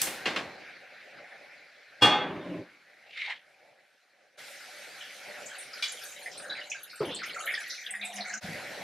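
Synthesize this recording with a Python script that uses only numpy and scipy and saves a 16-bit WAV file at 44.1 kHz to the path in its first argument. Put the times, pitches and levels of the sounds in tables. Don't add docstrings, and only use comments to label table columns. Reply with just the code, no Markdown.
import sys
import numpy as np
from scipy import signal
from scipy.fft import rfft, irfft, next_fast_len
from scipy.io import wavfile
from scipy.ndimage import uniform_filter1d, map_coordinates

SR = 44100
rng = np.random.default_rng(int(sys.argv[2]) if len(sys.argv) > 2 else 0)


def to_wav(s):
    ch = np.atleast_2d(s).T
    pcm = np.round(np.clip(ch, -1, 1) * 32767)
    wavfile.write(sys.argv[1], SR, pcm.astype(np.int16))


N = 389394

# start_s, relative_level_db, starting_pitch_hz, smear_t60_s (time to fall 60 dB)
DROPS = [(5.008, -48, 3044, .41), (5.459, -46, 7270, .22), (5.583, -45.5, 9100, .24),
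         (5.732, -46.5, 5080, .19), (5.881, -44.5, 6530, .27), (5.919, -45.5, 9640, .17),
         (6.037, -43, 11300, .084), (6.26, -38, 1996, .15), (6.377, -45.5, 8800, .2),
         (6.497, -41, 3800, .4), (6.51, -44, 1620, .3), (6.699, -43, 6380, .25), (6.716, -35.5, 2500, .17),
         (6.831, -43.5, 11200, .1), (7.006, -42.5, 1250, .12), (7.05, -47.5, 3100, .54),
         (7.111, -41.5, 3380, .45), (7.147, -40.5, 7900, .12), (7.159, -45.5, 4200, .3),
         (7.219, -45, 1370, .2), (7.295, -44, 3000, .11), (7.362, -44, 1380, .3), (7.395, -44, 1300, .4),
         (7.392, -45, 6600, .08), (7.457, -41, 11220, .1), (7.467, -46, 3025, .34),
         (7.471, -41.5, 1800, .23), (7.504, -37, 2196, .18), (7.538, -35.5, 1895, .12),
         (7.539, -42, 4850, .18), (7.55, -42, 3400, .15), (7.576, -41, 1755, .21), (7.652, -43, 1934, .25),
         (7.697, -43, 5300, .39), (7.702, -43, 4100, .35), (7.863, -36.5, 3350, .08),
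         (7.865, -46.5, 1662, .18), (7.907, -36.5, 8550, .088), (7.938, -39, 1918, .24),
         (8.013, -44, 3740, .45), (8.024, -37.5, 2424, .2), (8.05, -43, 7980, .19), (8.159, -42, 6360, .1),
         (8.177, -43.5, 2180, .21), (8.206, -40, 4120, .22), (8.248, -45.5, 2046, .53),
         (8.299, -41, 1763, .18), (8.338, -38.5, 6330, .13), (8.338, -40, 1512, .18),
         (8.375, -40, 6460, .091)]
# start_s, relative_level_db
SPLASHES = [(5.824, -27), (5.838, -31)]
# pitch_hz, relative_level_db
WET_PAN = [(1560, -8), (2380, 0), (3030, -1), (3390, -2), (3760, -4), (4470, -9)]
WET_WIDTH_HZ = 60
# start_s, relative_level_db, starting_pitch_hz, timescale_s (several fades are scaled from it)
GLUGS = [(7.005, -22, 440, 0.1), (7.008, -36, 150, 0.15), (7.021, -35, 1020, .06), (7.028, -29, 375, 0.11),
         (7.075, -33, 310, 0.15), (7.103, -35, 510, .06), (8.43, -52, 100, .3), (8.442, -37, 184, 0.15),
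         (8.487, -36, 173, 0.196)]
GLUG_SAG = 1.5
# peak_s, low_tone_db, high_tone_db
HOLLOW = [(7.93, -74, -54), (8.05, -55, -50), (8.12, -70, -50), (8.2, -51, -42), (8.3, -58, -52),
          (8.37, -53, -60)]
# pitch_hz, width_hz
HOLLOW_TONES = [(205, 5.2), (720, 44)]
GULP_RISE, GULP_FALL = 300, 190
# start_s, end_s
POUR_S = (5.2, 8.36)
SMALL_DB, SMALL_SPREAD_DB = -52, 6
# lowest_hz, highest_hz
SMALL_HZ = (1400, 11000)
DROP_T60, SHORTER_UP = .3, .3

# start_s, relative_level_db
LANDINGS = [(2.011, -27), (2.0195, -7)]
PAN_HZ = [118, 183, 298, 511, 625, 743, 834, 1034, 1222, 1820, 3445, 1532, 1759, 2139, 2304, 2466, 2638,
          2822, 3325, 3407, 3601, 4291, 4464, 5152, 6465, 7817]
# relative_level_db, t60_s (before the seated pan is damped)
PAN_MODES = [(-16, .3), (-19, .8), (-17, .8), (-10, .35), (-15, .7), (-18, .7), (-7, .95), (-21, 1.1),
             (-7, .45), (-19, .8), (-18, .8), (-15, 1), (-16.5, .7), (-16, 1), (-21, .5), (-15.5, 0.95),
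             (-19.5, .8), (-5.5, 0.45), (-1, .6), (-10, .5), (-14, 0.75), (-16, .4), (-17, .5), (-14, 0.2),
             (-26, 0.11), (-24.5, .2)]
# frequency_hz, relative_level_db
CLANG = [(40, -65), (120, -7), (830, -5.5), (2900, -12.5), (5000, -18.5), (11400, -24.5), (14000, -60)]
# frequency_hz, t60_s
CLANG_T60 = [(100, 1), (500, 0.98), (2000, 0.88), (5000, .45), (12000, .2)]
SEATED_S, SEATED_KEEPS = .24, .18
BEAT_HZ = 45
PORT_TURN = .015
# start_s, level_db (average over one second)
RATTLES = [(2.305, -57), (2.385, -60), (2.455, -58), (2.538, -53), (2.6, -60)]
RATTLE_T60 = .06
# pitch_hz, width_hz, relative_level_db
GRATE = [(70, 40, -21), (120, 30, -8), (180, 14, 3), (300, 20, 4), (405, 40, -6), (511, 40, -7),
         (615, 50, -5), (834, 25, -14), (1040, 60, -16)]
# hold_from_s, hold_to_s, level_db, rise_db_per_s, fall_db_per_s
SLIDE = (2.15, 2.6, -41.5, 400, 240)
# hold_from_s, hold_to_s, level_db, rise_db_per_s, fall_db_per_s
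SCRAPE = (2.3, 2.56, -55, 120, 200)

# start_s, panel_db, snap_db, thud_db (all relative), panel_t60_s
KNOB = [(0.0156, -26.5, -13, -44, 0.61), (.069, -23.5, -39.5, -42, 0.19), (.256, -14, -47.5, -33.5, 0.31),
        (.36, -16, -47, -37, .25)]
# pitch_hz, relative_level_db, t60_s (an overall fade shortens them)
PANEL = [(330, -9, .3), (700, -9, .4), (1086, -4.5, 0.23), (1600, -7, 0.54), (1843, -6, 0.26),
         (2148, -3, .17), (2500, -7, 0.41), (2790, 5, 0.12), (3350, -3, .1), (3128, -3, .17),
         (4102, -6, .12)]

# frequency_hz, relative_level_db
SOLE = [(800, -41), (1300, -16), (2170, -3), (2900, -8), (4000, -12), (5080, -23), (12000, -47)]
# time_s, pitch_hz
SQUEAK = [(3.13, 2750), (3.2, 2300), (3.3, 2100), (3.37, 1850)]
SQUEAK_DB, OVERTONE, OVERTONE_DB = 6, 1.7, 1
# hold_from_s, hold_to_s, level_db, rise_db_per_s, fall_db_per_s
SOLE_DRAG = (3.19, 3.32, -37.5, 200, 270)
# hold_from_s, hold_to_s, level_db, rise_db_per_s, fall_db_per_s
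HEEL_TONE = (3.283, 3.31, -47, 700, 360)

# time_s, jet_roar_db, flame_flutter_db
BURNER = [(0, -44, -50), (.55, -49, -53), (1.1, -52, -56.5), (2, -56, -64.5), (2.55, -53.5, -60),
          (2.75, -58, -66), (3.5, -64.5, -67), (4.355, -68.5, -75), (4.37, -50, -55), (5.2, -48, -55),
          (5.8, -44, -55.5), (6.2, -48, -52.5), (6.6, -45, -51), (6.98, -52, -63), (7.4, -40, -55),
          (7.85, -49, -63.5), (8.39, -46, -59), (8.41, -44, -51.5), (8.83, -46, -48.5)]
# frequency_hz, relative_level_db
JETS = [(700, -40.5), (1160, -15), (1470, -2.5), (2260, -1), (2800, -11.5), (3300, -16), (4050, -11),
        (5660, -22.5), (7000, -33.5), (10000, -71.5)]
# frequency_hz, relative_level_db
FLAME = [(30, -56), (128, -18), (400, -12), (594, 0), (650, -8), (754, -3), (893, -13.5), (1150, -22.5),
         (1600, -60.5)]
# frequency_hz, relative_level_db
FIZZ = [(1470, -31.5), (2500, -6.5), (5840, -10), (7750, -15), (11000, -15), (13600, -20), (15500, -33.5)]
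GAS_HISS_DB, GAS_HISS_FOLLOWS = -70, .4
PUFF_DB, PUFF_T60 = -38, .7
# time_s, level_db
SIZZLE = [(4.37, -50), (4.6, -52), (5.8, -53.5), (6, -45), (6.6, -61), (7.4, -54), (7.85, -54), (8.39, -64),
          (8.41, -50.5), (8.83, -52)]
# time_s, share_0_to_1
FROTH = [(4.9, 0), (5.3, .35), (6.3, .65), (7, .9), (8.39, .9), (8.4, 0)]

# frequency_hz, likeness_0_to_1
ALIKE = [(60, .92), (180, .6), (550, .78), (1650, .97), (5000, .75), (12000, 0)]
# frequency_hz, likeness_0_to_1
NEAR = [(100, .99), (1800, .98), (5000, .8), (12000, 0)]
# time_s, half_length_s
DIPS = [(4.372, .02), (8.406, .025)]
TOP_HZ = 15690


def water():
    out, t = np.zeros((2, N)), np.arange(SR // 3) / SR
    for s, db, hz, t60 in [*DROPS, *small_drops(count=80)]:
        add(out, s, amp(db) * drop(hz, t60, t))

    def wet_ring(f):
        modes = sum(amp(level) * peak(hz, WET_WIDTH_HZ)(f) for hz, level in WET_PAN)
        return .15 * peak(3200, 5000)(f) ** 3 + modes

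    for s, db in SPLASHES:
        add(out, s, amp(db) * pair(wet_ring, len(t)) * fade(t, .26, .0005))
    for s, db, hz, scale in GLUGS:
        slosh = pair(lambda f: peak(hz, 1.5 * hz)(f) ** 2, len(t)) * fade(t, 4 * scale, .0047)
        tone = np.sin(2 * np.pi * hz * t * (1 - GLUG_SAG * t))
        tone *= np.exp(-(5 * t / scale) ** 3) * fade(t, 3 * scale, .001)
        add(out, s, amp(db) * (tone + .32 * slosh))
    for tone, (hz, width) in enumerate(HOLLOW_TONES):
        gulps = sum(amp(swell(s, s, dbs[tone], GULP_RISE, GULP_FALL)) for s, *dbs in HOLLOW)
        out += gulps * pair(peak(hz, width), N)
    return out


def drop(hz, t60, t):
    bubble = np.sin(2 * np.pi * hz * t * (1 + 1.5 * t)) * fade(t, 110 / hz, .001)
    lumps_db = 5 * rng.standard_normal(120)
    lump_hz = np.linspace(0, 2 * hz, len(lumps_db))
    answer = lambda f: peak(hz, .27 * hz)(f) ** 3 * amp(np.interp(f, lump_hz, lumps_db))
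    return 2.7 * bubble + 1.7 * pair(answer, len(t)) * fade(t, t60, .0015)


def small_drops(count):
    when, size, pitch = rng.random((count, 3)).T
    start_s = POUR_S[0] + np.sqrt(when) * (POUR_S[1] - POUR_S[0])
    level_db = SMALL_DB + SMALL_SPREAD_DB * (size - .5)
    hz = SMALL_HZ[0] * (SMALL_HZ[1] / SMALL_HZ[0]) ** pitch
    return np.column_stack([start_s, level_db, hz, DROP_T60 * (2000 / hz) ** SHORTER_UP])


def pan():
    out, t = np.zeros((2, N)), np.arange(SR) / SR
    lumps_db = 4 * rng.standard_normal(1200)
    lump_hz = np.linspace(0, SR / 2, len(lumps_db))
    clang_tone = lambda f: amp(along(CLANG, f) + np.interp(f, lump_hz, lumps_db))
    seated = SEATED_KEEPS + (1 - SEATED_KEEPS) / (1 + (t / SEATED_S) ** 12)
    for s, db in LANDINGS:
        hz, frame_s, z = signal.stft(pair(clang_tone, SR), SR, nperseg=256)
        z = z * amp(-60 * frame_s / along(CLANG_T60, hz)[:, None])
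        clang = signal.istft(z, SR, nperseg=256)[1][:, :SR] * (1 - np.exp(-t / .005))
        modes = seated * ring(np.column_stack([PAN_HZ, PAN_MODES]), t, scatter_db=3)
        add(out, s, amp(db) * (.37 * modes * (1 - np.exp(-t / .003)) + .21 * clang))

    iron = lambda f: sum((-1) ** k * amp(db) * peak(c, w)(f) for k, (c, w, db) in enumerate(GRATE))
    grit = lambda f: sum((-1) ** k * peak(c, 90)(f) for k, c in enumerate(PAN_HZ) if 1400 < c < 3700)
    for s, db in RATTLES:
        knock = rng.standard_normal(SR) * fade(t, RATTLE_T60, .008)
        add(out, s, amp(db) * unit(filtered(knock, lambda f: iron(f) * peak(350, 500)(f) ** 2)))
    out += amp(swell(*SCRAPE) + 2.5 * wobble(50)) * patchy(pair(grit, N), depth_db=4)
    return out + amp(swell(*SLIDE) + 1.5 * wobble(30)) * patchy(pair(iron, N), depth_db=3)


def knob():
    out, t = np.zeros((2, N)), np.arange(SR // 2) / SR
    for s, panel_db, snap_db, thud_db, t60 in KNOB:
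        rattle = pair(lambda f: peak(2100, 4500)(f) ** 4, len(t))
        body = (.18 * ring(PANEL, t, scatter_db=2.5) + .22 * rattle) * fade(t, t60, .0015)
        snap_fade = 1.6 * fade(t, .02, .002) + .22 * fade(t, .6 * t60, .004)
        snap = pair(peak(9000, 9000), len(t), ALIKE) * snap_fade
        thud = pair(lambda f: peak(400, 1100)(f) ** 2, len(t)) * fade(t, 2.5 * t60, .002)
        add(out, s, amp(panel_db) * body + amp(snap_db) * snap + amp(thud_db) * thud)
    return out


def slipper():
    t = np.arange(N) / SR
    grain = unit(amp(2.3 * wobble(170)))
    rub = patchy(pair(lambda f: amp(along(SOLE, f)), N), depth_db=1.5)
    times = [s for s, hz in SQUEAK]

    def squeaky(hz):
        overtone = lambda f: amp(OVERTONE_DB) * peak(OVERTONE * hz, 450)(f)
        return filtered(rub, lambda f: 1 + amp(SQUEAK_DB) * peak(hz, 300)(f) + overtone(f))

    stages = zip(np.eye(len(times)), SQUEAK)
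    sole = grain * unit(sum(np.interp(t, times, share) * squeaky(hz) for share, (s, hz) in stages))
    heel = pair(lambda f: peak(870, 400)(f) ** 2, N)
    return amp(swell(*SOLE_DRAG)) * sole + amp(swell(*HEEL_TONE)) * heel


def burners():
    t, (jets_db, flame_db), (sizzle_db,) = np.arange(N) / SR, curves(BURNER), curves(SIZZLE)
    gas_hiss = amp(GAS_HISS_DB + GAS_HISS_FOLLOWS * (jets_db + 55))
    hiss = gas_hiss + amp(PUFF_DB - 60 * t / PUFF_T60) + amp(sizzle_db)
    draught = wobble(4.3)
    noise = lambda table, depth_db: patchy(pair(lambda f: amp(along(table, f)), N, ALIKE), depth_db)
    jets = amp(jets_db + .8 * draught) * noise(JETS, 2.5)
    flame = amp(flame_db + 2.7 * draught) * noise(FLAME, 3.14)
    fizz = hiss * amp(wobble(12)) * noise(FIZZ, 2.5)
    return flame + frothy(jets + fizz, rate=750, t60=.17)


def frothy(x, rate, t60):
    _, s, z = signal.stft(x, SR, nperseg=256)
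    starts = rng.random(z.shape[1:]) < rate * s[1] / len(z[0])
    pops = starts * amp(-12 * rng.random(z.shape[1:]))
    spread = uniform_filter1d(uniform_filter1d(pops, size=3, axis=0), size=2, axis=0)
    bursts = signal.lfilter([1], [1, -amp(-60 * s[1] / t60)], spread, axis=1)
    share = np.interp(s, *np.transpose(FROTH))
    return signal.istft(z * (1 - share + share * unit(bursts)), SR, nperseg=256)[1][:, :N]


def ring(modes, t, scatter_db):
    beat = lambda: map_coordinates(rng.standard_normal(int(t[-1] * BEAT_HZ) + 4), [t * BEAT_HZ])
    out = 0
    for hz, db, t60 in modes:
        level = amp(db + scatter_db * beat() - 60 * t / t60)
        cycles = hz * t + rng.random() + rng.normal(0, PORT_TURN, (2, 1))
        out = out + level * np.sin(2 * np.pi * cycles)
    return out


def pair(response, length, alike=NEAR):
    turn = lambda hz: np.arccos(np.clip(along(alike, hz), -1, 1)) / 2
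    shape = lambda hz: response(hz) * [np.cos(turn(hz)), np.sin(turn(hz))]
    mid, side = filtered(rng.standard_normal((2, length)), shape)
    return unit(np.array([mid + side, mid - side]))


def patchy(x, depth_db):
    z = signal.stft(x, nperseg=512)[2]
    field = uniform_filter1d(rng.standard_normal(z.shape[1:]), size=6, axis=0)
    field = uniform_filter1d(field, size=8, axis=1)
    return unit(signal.istft(z * amp(depth_db * unit(field)), nperseg=512)[1][:, :N])


def peak(hz, width):
    return lambda f: 1j * f * width / (hz * hz - f * f + 1j * f * width)


def filtered(x, response):
    m = next_fast_len(x.shape[-1] + 2048)
    return irfft(rfft(x, m) * response(np.fft.rfftfreq(m, 1 / SR)), m)[..., :x.shape[-1]]


def fade(t, t60, attack):
    return amp(-60 * t / t60) * (1 - np.exp(-t / attack))


def swell(start, end, db, rise, fall):
    t = np.arange(N) / SR
    return db + np.minimum(0, np.minimum(rise * (t - start), fall * (end - t)))


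def wobble(rate):
    return map_coordinates(rng.standard_normal(int(N * rate / SR) + 4), [np.arange(N) * rate / SR])


def curves(rows, outside=-150):
    s, *cols = np.transpose(rows)
    return [np.interp(np.arange(N) / SR, s, c, outside, outside) for c in cols]


def along(points, hz):
    f, v = np.transpose(points)
    return np.interp(np.log(hz + 1), np.log(f + 1), v)


def amp(db):
    return 10 ** (np.asarray(db) / 20)


def unit(x):
    return x / np.sqrt(np.mean(x ** 2) + 1e-20)


def add(out, s, sound):
    part = out[:, round(s * SR):][:, :sound.shape[-1]]
    part += sound[..., :part.shape[1]]


def scene():
    return water() + pan() + knob() + slipper() + burners()


def record(dry):
    t = np.arange(N) / SR
    dips = np.prod([np.clip(np.abs(t - s) / half, .05, 1) for s, half in DIPS], axis=0)
    colour = lambda hz: 1j * hz / (40 + 1j * hz) / np.sqrt(1 + (hz / 14000) ** 16)
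    return filtered(dry * dips, lambda hz: colour(hz) * (hz < TOP_HZ))


dry = scene()
out = record(dry)
to_wav(out)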